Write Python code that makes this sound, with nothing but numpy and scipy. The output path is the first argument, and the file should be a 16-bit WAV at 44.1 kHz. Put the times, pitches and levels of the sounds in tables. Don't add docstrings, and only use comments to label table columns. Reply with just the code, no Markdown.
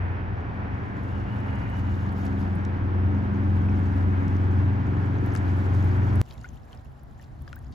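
import sys
import numpy as np
from scipy import signal
from scipy.fft import rfft, irfft, next_fast_len
from scipy.io import wavfile

SR = 44100
rng = np.random.default_rng(int(sys.argv[2]) if len(sys.argv) > 2 else 0)


def transcribe(u):
    v = np.clip(np.atleast_2d(u).T, -1, 1)
    q = np.round(v * 32767).astype(np.int16)
    wavfile.write(sys.argv[1], SR, q)


N = 341334
TIME = np.arange(N) / SR
CUT_S = 6.2152

# (time [s], firing rate [Hz])
FIRING_RATE = [(0, 22.43), (2.3, 22.41), (3.1, 22.64), (4.5, 22.84), (6.2, 23.02)]
# (time [s], relative level [dB])
DRONE_RIDE = [(0, -24), (.2, -33), (.7, -40), (.95, -38.5), (1.15, -32.5), (1.58, -39), (1.9, -27),
              (2.28, -32), (2.55, -27), (2.8, -28.5), (3.05, -22), (3.28, -30), (3.55, -22), (3.8, -24),
              (4.05, -21.5), (4.25, -24.5), (4.5, -22), (4.7, -24), (4.85, -26.5), (5.3, -27),
              (5.95, -21.5), (6.13, -25), (6.21, -19)]
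# (time [s], relative 5th order [dB], relative 9th order [dB])
OVERTONE_RIDES = [(0, -42, -55), (1.15, -35, -41), (1.75, -32.5, -40.5), (2.15, -36, -37), (2.5, -38, -32),
                  (2.78, -35.5, -44), (3.15, -33, -32.5), (3.6, -33, -30), (3.85, -37.5, -33.5),
                  (4.25, -37.5, -38), (4.6, -30, -37), (5.25, -29.5, -40), (5.6, -33, -41),
                  (6.0, -27, -41.5), (6.2, -28.5, -43.5)]
# (order [x firing rate], relative top level [dB], time of the top [s], rise [dB/s])
SWELLING_ORDERS = [(3, -36, 3.9, 3), (6, -48, 3.5, 2), (7, -41, 4.1, 3), (11, -43.5, 3.5, 5),
                   (12, -38.5, 3.5, 3.5), (13, -40.5, 3.4672, 5), (14, -52.5, 4.4, 5), (15, -53.5, 3.5, 5),
                   (16, -43.5, 3.5, 6), (17, -52, 3.5, 6.5), (18, -51.5, 3.4, 8.5)]
# (frequency [Hz], likeness [0-1])
UNDERWAY_LIKENESS = [(90, .9), (250, .77), (450, .65), (900, .42), (1200, .33), (1600, .52), (2100, .27),
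                     (3000, .45), (11000, .62)]
# (frequency [Hz], left lead [rad])
UNDERWAY_LEAD = [(20, -.05), (90, -.32), (300, -.8), (650, -2), (950, -1.9), (1600, -3.5), (2800, -5.5),
                 (4000, -6.2), (16000, -6.2)]
# (frequency [Hz], relative level [dB])
RASP_EQ = [(400, -1), (620, -7), (900, 1), (1200, -8), (1750, -1.5), (2500, -9), (3800, -31.5)]
RUMBLE_EQ = [(8, -54), (25, -28), (31, -20.5), (39, -9), (50, -2.5), (75, 0), (105, -1), (135, -11),
             (200, -30), (900, -120)]
CHURN_EQ = [(70, -60), (130, 4), (185, 9), (240, 4), (300, 2), (390, -4), (480, -10), (800, -46.5),
            (2000, -120)]
ROAR_EQ = [(200, -9), (420, -1), (570, -2), (800, 0.12), (930, -0.9996), (1200, -5), (1420, -3.5),
           (1650, -4), (1900, -10.5), (2200, -13), (2650, -19.5), (3100, -22.5), (4000, -32), (6000, -40.5),
           (8000, -68.5), (12000, -80)]
FIZZ_EQ = [(1200, -13), (3000, 7.5), (4500, 5.5), (7500, 0), (8900, -20), (10500, -2.5), (12000, -4),
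           (13300, -16), (14800, -10.5), (16000, -16.5)]
# (peak time [s], level [dB], time to rise or fall 10 dB [s])
PADDLE_STROKES = [(1.62, -66, 1), (2.25, -62.5, 0.4599), (4.1, -66, 1.046), (5.8, -61, 0.8318)]
# (time [s], relative level [dB], start pitch [Hz], top pitch [Hz], length [s])
BIRD_NOTES = [(1.04, -55, 2560, 2890, .16), (1.235, -55, 2620, 2950, .16), (1.43, -56.5, 2720, 2940, .16),
              (1.64, -56, 2680, 2930, .17)]
# (time [s], relative level [dB], centre [Hz], t60 [s], left over right [dB])
SPLASH_HITS = [(1.403, -53.5, 7495, 0.01148, 0.5), (1.699, -54.5, 10540, 0.0152, 0.5),
               (1.789, -54, 12000, 0.01223, -0.5), (2.124, -53.5, 10000, 0.01454, 0.5),
               (2.183, -49.5, 13510, 0.01946, 0), (2.2514, -50.5, 6490, 0.0285, 4),
               (2.254, -50.5, 11510, 0.02486, -0.5), (2.264, -48, 5338, 0.0342, 4.5),
               (2.5547, -49.5, 10030, 0.01485, -1), (2.6507, -42, 4647, 0.01574, 5.5),
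               (3.792, -55, 8500, .012, 1.5), (3.968, -52.5, 11980, 0.01148, 2.5),
               (4.281, -45, 5127, 0.01372, 8), (5.2145, -50.5, 9000, 0.00458, 0.5),
               (5.2634, -42, 11970, 0.00765, 2), (5.337, -45.5, 10510, 0.01406, -0.5),
               (5.3514, -35, 6313, 0.0157, 1.5), (5.3517, -24.5, 1748, 0.01171, 11),
               (5.3619, -34.5, 4677, 0.0185, 5), (5.372, -45, 6486, 0.05155, 5),
               (5.748, -47, 6500, 0.02088, 1.5), (5.845, -47, 11030, 0.01004, -0.5),
               (6.157, -40.5, 7993, 0.00928, 0.5), (6.3094, -43, 3403, 0.03, 3),
               (6.309, -42, 678.4, 0.0461, 7), (6.333, -50, 4400, 0.01563, 4),
               (6.3789, -46, 3889, 0.0193, 1.5), (6.412, -48.5, 5188, 0.01523, 1.5),
               (6.4434, -43.5, 3600, 0.00588, 4), (6.73, -48, 3881, 0.0107, 1.5),
               (6.749, -48.5, 6506, 0.00602, 3.5), (7.0335, -49, 13000, .008, 0),
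               (7.2393, -53, 4522, 0.0276, 3), (7.4213, -45, 11040, 0.00576, 0.5),
               (7.4787, -45, 3295, 0.01016, 2.5), (7.5295, -34.5, 2301, 0.00755, 4),
               (7.5295, -42.5, 6005, 0.0046, 3.5), (7.559, -37, 14770, 0.008, -2),
               (7.5906, -47, 8000, 0.0066, 2.5), (7.7236, -54.5, 4072, 0.146, 2.5)]
# (time [s], level [dB], start pitch [Hz], starting t60 [s], pitch hold [s], octave glide time [s])
BUBBLE_PLINKS = [(1.66, -42, 2385, 0.0642, 0.0036, 0.3054), (3.687, -40, 2509, 0.03363, 0.0015, .1),
                 (3.694, -51.5, 5486, .015, 0.0093, .05), (6.2768, -56.5, 2763, 0.0312, 0.00505, 0.0598),
                 (6.3233, -48, 3199, 0.01467, 0.0075, 0.0399), (6.3534, -50, 2199, 0.01613, 0.0076, 0.0299),
                 (6.4365, -50.5, 6400, 0.0114, 0.00029, .03), (6.4437, -35, 1454, .074, .014, .042),
                 (6.4461, -45, 2079, 0.0813, 0.00768, .024), (6.4888, -42, 6184, 0.00863, 0, .03),
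                 (6.569, -55, 2752, 0.0495, 0, 0.0229), (6.7298, -41, 3104, 0.01151, 0.0038, 0.03004),
                 (6.774, -52, 5143, 0.01387, 0.00514, 0.0399), (7.197, -46.5, 1830, 0.02842, .01, 0.0598),
                 (7.4774, -38, 1636, 0.0222, 0.0091, 0.0804), (7.478, -42.5, 1211, 0.0215, 0.0101, 0.0602),
                 (7.4787, -48, 5008, 0.01511, 0.0118, 0.1002), (7.5301, -33, 1431, 0.02321, 0.0184, 0.0599),
                 (7.565, -43, 1464, .08, 0, .064), (7.667, -54.5, 4962, 0.01334, 0.01045, 0.0496)]
# (frequency [Hz], likeness [0-1])
QUIET_LIKENESS = [(90, 0.7206), (300, 0.5854), (600, 0.2464), (2000, 0.265), (4000, 0.518), (16000, 0.196)]
# (frequency [Hz], left lead [rad])
QUIET_LEAD = [(90, .25), (300, 0), (500, 1.9), (1200, 1.9), (2500, .8), (4000, .1)]
# (frequency [Hz], relative level [dB])
WIND_EQ = [(12, -58.5), (20, -26), (58, -6.5), (76, -4), (97, -11), (134, -9), (178, -22.5), (232, -19),
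           (450, -37), (580, -67.5), (990, -120)]
WASH_EQ = [(200, 0), (450, -4), (750, 0.5), (1200, -7), (1800, -11), (2600, -26), (4000, -26.5),
           (8000, -38.5), (16000, -42)]
TRICKLE_EQ = [(1200, 7.5), (2800, 13.5), (4500, 7), (7500, 7), (9000, -22.5), (10300, 6), (12000, 4.5),
              (13300, -14.5), (14500, 5), (16000, -6.5)]
# (peak time [s], level [dB], time to rise or fall 10 dB [s])
WIND_GUSTS = [(6.4, -37.5, 0.0425), (6.52, -40, 0.0453), (7.5, -43, 0.3135), (7.7, -40, 0.0988)]
# (time [s], wash level [dB], trickle level [dB], time to fall 10 dB [s])
PADDLE_RUNOFF = [(6.31, -52.5, -59, 0.2218), (6.58, -60, -65.5, 0.0036), (6.74, -50, -66.5, 0.0586),
                 (7.23, -65, -66.5, 0.0095), (7.5, -56.5, -66, 0.1506)]


def amp(db):
    return 10 ** (np.asarray(db) / 20)


def pan(db):
    return amp([[db], [-db]])


def unit(x):
    return x / np.sqrt(np.mean(abs(x) ** 2) + 1e-20)


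def at_hz(points, hz):
    f, value = np.transpose(points)
    return np.interp(np.log(hz + 1), np.log(f + 1), value)


def curves(rows):
    s, *columns = np.transpose(rows)
    return [np.interp(TIME, s, column) for column in columns]


def swells(rows):
    return sum(amp(db - 10 * ((TIME - s) / width) ** 2) ** 2 for s, db, width in rows)


def add(mix, s, sound):
    part = mix[:, round(s * SR):][:, :sound.shape[1]]
    part += sound[:, :part.shape[1]]


def wander(rate_hz):
    size = next_fast_len(N)
    lowpass = np.exp(-(np.fft.rfftfreq(size, 1 / SR) / rate_hz) ** 2)
    return unit(irfft(rfft(rng.standard_normal(size)) * lowpass, size)[:N])


def hiss():
    return rng.standard_normal((2, N))


def at_ports(pair, eq, likeness=UNDERWAY_LIKENESS, lead=UNDERWAY_LEAD):
    size = next_fast_len(N)
    hz = np.fft.rfftfreq(size, 1 / SR)
    left, other = rfft(pair, size)
    same = np.clip(at_hz(likeness, hz), 0, 1)
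    right = (same * left + np.sqrt(1 - same ** 2) * other) * np.exp(-1j * at_hz(lead, hz))
    return unit(irfft(np.array([left, right]) * amp(at_hz(eq, hz)), size)[:, :N])


def engine(jitter=0.0014):
    firing_hz = curves(FIRING_RATE)[0] * (1 + jitter * wander(9.3))
    cycles = np.cumsum(firing_hz) / SR
    cycles += 5 / 8 - np.interp(CUT_S, TIME, cycles)
    return exhaust(cycles) + rasp(cycles)


def exhaust(cycles, firm=0.07, loose=0.45, rough=0.39, ease_db_per_s=0.996, trim_db=0.2329):
    fifth_db, ninth_db = curves(OVERTONE_RIDES)
    notes = [(4, amp(curves(DRONE_RIDE)[0]), firm), (5, -amp(fifth_db), firm), (9, amp(ninth_db), firm)]
    for order, db, top_s, rise_db_per_s in SWELLING_ORDERS:
        swell_db = np.minimum(rise_db_per_s * (TIME - top_s), ease_db_per_s * (top_s - TIME))
        notes.append((order, amp(db + swell_db), loose))
    out = np.zeros((2, N))
    for order, gain, flutter in notes:
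        waver = unit(1 + flutter * (wander(5.9) + 1j * wander(6.4)) + flutter * rough * wander(40))
        left = gain * np.exp(2j * np.pi * order * cycles) * waver
        right = left * np.exp(-1j * at_hz(UNDERWAY_LEAD, order * FIRING_RATE[0][1]))
        out += np.array([left.real, right.real])
    return np.sqrt(2) * amp(trim_db) * out * pan(0.7125)


def rasp(cycles, start_db=-45.5, db_per_s=-1.1, drift_hz=1.5):
    shapes = signal.resample(rng.standard_normal((3, 2, 300)), 4096, axis=2)
    place = (cycles % 1 * (shapes.shape[2] - 1)).astype(int)
    clatter = sum(shape[:, place] * wander(drift_hz) for shape in shapes)
    return amp(start_db + db_per_s * TIME) * at_ports(clatter, RASP_EQ)


def wake(rumble_db=-35.5, lumps_db=1.986, churn_db=-34.5, rise_db=4.06, top_s=3.5, ease_db_per_s=0.18,
         roar_db=-40, roar_db_per_s=0.415):
    rumble = amp(rumble_db + lumps_db * wander(5.8)) * at_ports(hiss(), RUMBLE_EQ)
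    swell_db = np.minimum(rise_db * (TIME / top_s - 1), ease_db_per_s * (top_s - TIME))
    churn = amp(churn_db + swell_db) * at_ports(hiss(), CHURN_EQ)
    roar = amp(roar_db + roar_db_per_s * TIME + 0.58 * wander(16)) * at_ports(hiss(), ROAR_EQ)
    return rumble + churn + roar


def droplets(per_s, spread_db, hiss_gain, ring_cycles, tick_gain):
    pitches = np.geomspace(2000, 15000, 24)
    sizes = amp(spread_db * np.minimum(rng.exponential(1, (2, N)), 4))
    ticks = sizes * (rng.random((2, N)) < per_s / SR)
    pitch_index = rng.integers(0, len(pitches), (2, N))
    rings, t = np.zeros((2, N)), np.arange(512) / SR
    for k, hz in enumerate(pitches):
        ring = hz * np.exp(-hz * t / ring_cycles) * np.sin(2 * np.pi * hz * t)
        rings += signal.oaconvolve(ticks * (pitch_index == k), ring[None], axes=1)[:, :N]
    return unit(rings) + tick_gain * unit(ticks) + hiss_gain * hiss()


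def spray(bed_db=-82, bed_db_per_s=1.9869, clumps_db=1.5662):
    power = amp(bed_db + bed_db_per_s * TIME) ** 2 + swells(PADDLE_STROKES)
    drops = droplets(per_s=380, spread_db=3.5, hiss_gain=1.6, ring_cycles=4, tick_gain=0.55)
    return np.sqrt(power) * amp(clumps_db * wander(18)) * at_ports(drops, FIZZ_EQ) * pan(0.5)


def bird(rise_s=0.038, sag_hz=35, t60=2.2, direct=0.45, waver=0.008, trim_db=0.5):
    song = np.zeros((1, N))
    drift = 1 + waver * wander(45)
    for s, db, start_hz, top_hz, length in BIRD_NOTES:
        t = np.arange(0, length, 1 / SR)
        hz = top_hz + (start_hz - top_hz) * np.exp(-(t / rise_s) ** 2 / 2) - sag_hz * (t / length) ** 2
        turns = np.cumsum(hz * np.interp(s + t, TIME, drift)) / SR
        envelope = amp(db + trim_db) * signal.windows.tukey(len(t), 0.4)
        add(song, s, envelope * np.sin(2 * np.pi * turns)[None])
    trees = hiss()[:, :SR] * amp(-60 * TIME[:SR] / t60)
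    echoes = signal.fftconvolve(song, trees / np.linalg.norm(trees[0]), axes=1)[:, :N]
    return direct * song + echoes


def splashes(width_octaves=0.474, narrow_hz=13000, apart=0.34, apart_hz=11000, trim_db=-5):
    out, t = np.zeros((2, N)), np.arange(4096) / SR
    hz = np.fft.rfftfreq(len(t), 1 / SR)
    for s, db, centre_hz, t60, left_db in SPLASH_HITS:
        spread = apart + (centre_hz / apart_hz) ** 4
        burst = rng.standard_normal(len(t)) + spread * rng.standard_normal((2, len(t)))
        width = width_octaves / (1 + (centre_hz / narrow_hz) ** 6)
        band = np.exp(-(np.log2((hz + 1) / centre_hz) / width) ** 2 / 2)
        envelope = amp(db + trim_db - 60 * t / t60)
        add(out, s, envelope * pan(left_db / 2) * unit(irfft(rfft(burst) * band)))
    return out


def bubbles(attack_s=0.0001, left_lead_rad=1.1):
    out, t = np.zeros((2, N)), np.arange(3000) / SR
    for s, db, hz, t60, hold_s, glide_s in BUBBLE_PLINKS:
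        rise = np.minimum(1 + np.maximum(t - hold_s, 0) / glide_s, 2)
        envelope = amp(db - 60 * rise * t / t60) * (1 - np.exp(-t / attack_s))
        phase = 2 * np.pi * np.cumsum(hz * rise) / SR
        add(out, s, envelope * np.sin([phase, phase - left_lead_rad]))
    return out * pan(2)


def wind(bed_db=-45.5, lumps_db=2):
    power = amp(bed_db + lumps_db * wander(14.01)) ** 2 + swells(WIND_GUSTS)
    return np.sqrt(power) * at_ports(hiss(), WIND_EQ, QUIET_LIKENESS, QUIET_LEAD)


def wash_and_trickle(wash_db=-54.5, trickle_db=-73.5, clumps_db=2.5, rise_s=0.063):
    wash_power, trickle_power = amp(wash_db) ** 2, amp(trickle_db) ** 2
    for s, surge_db, drip_db, fall_s in PADDLE_RUNOFF:
        shape_db = -10 * np.maximum((s - TIME) / rise_s, (TIME - s) / fall_s)
        wash_power += amp(surge_db + shape_db) ** 2
        trickle_power += amp(drip_db + shape_db) ** 2
    drops = droplets(per_s=650, spread_db=4, hiss_gain=0.6375, ring_cycles=5.836, tick_gain=0.4765)
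    drops *= amp(clumps_db * wander(45.2))
    wash = np.sqrt(wash_power) * at_ports(hiss(), WASH_EQ, QUIET_LIKENESS, QUIET_LEAD)
    trickle = np.sqrt(trickle_power) * at_ports(drops, TRICKLE_EQ, QUIET_LIKENESS, QUIET_LEAD)
    return wash + trickle


def scene():
    underway = engine() + wake() + spray() + bird()
    quiet_spot = wind() + wash_and_trickle()
    fade_in = np.minimum(TIME / 0.002, 1)
    return fade_in * np.where(TIME < CUT_S, underway, quiet_spot) + splashes() + bubbles()


def record(dry):
    lowpass = signal.firwin(511, 15900, window=("kaiser", 9), fs=SR)
    return signal.oaconvolve(dry, lowpass[None], "same")


dry = scene()
out = record(dry)
transcribe(out)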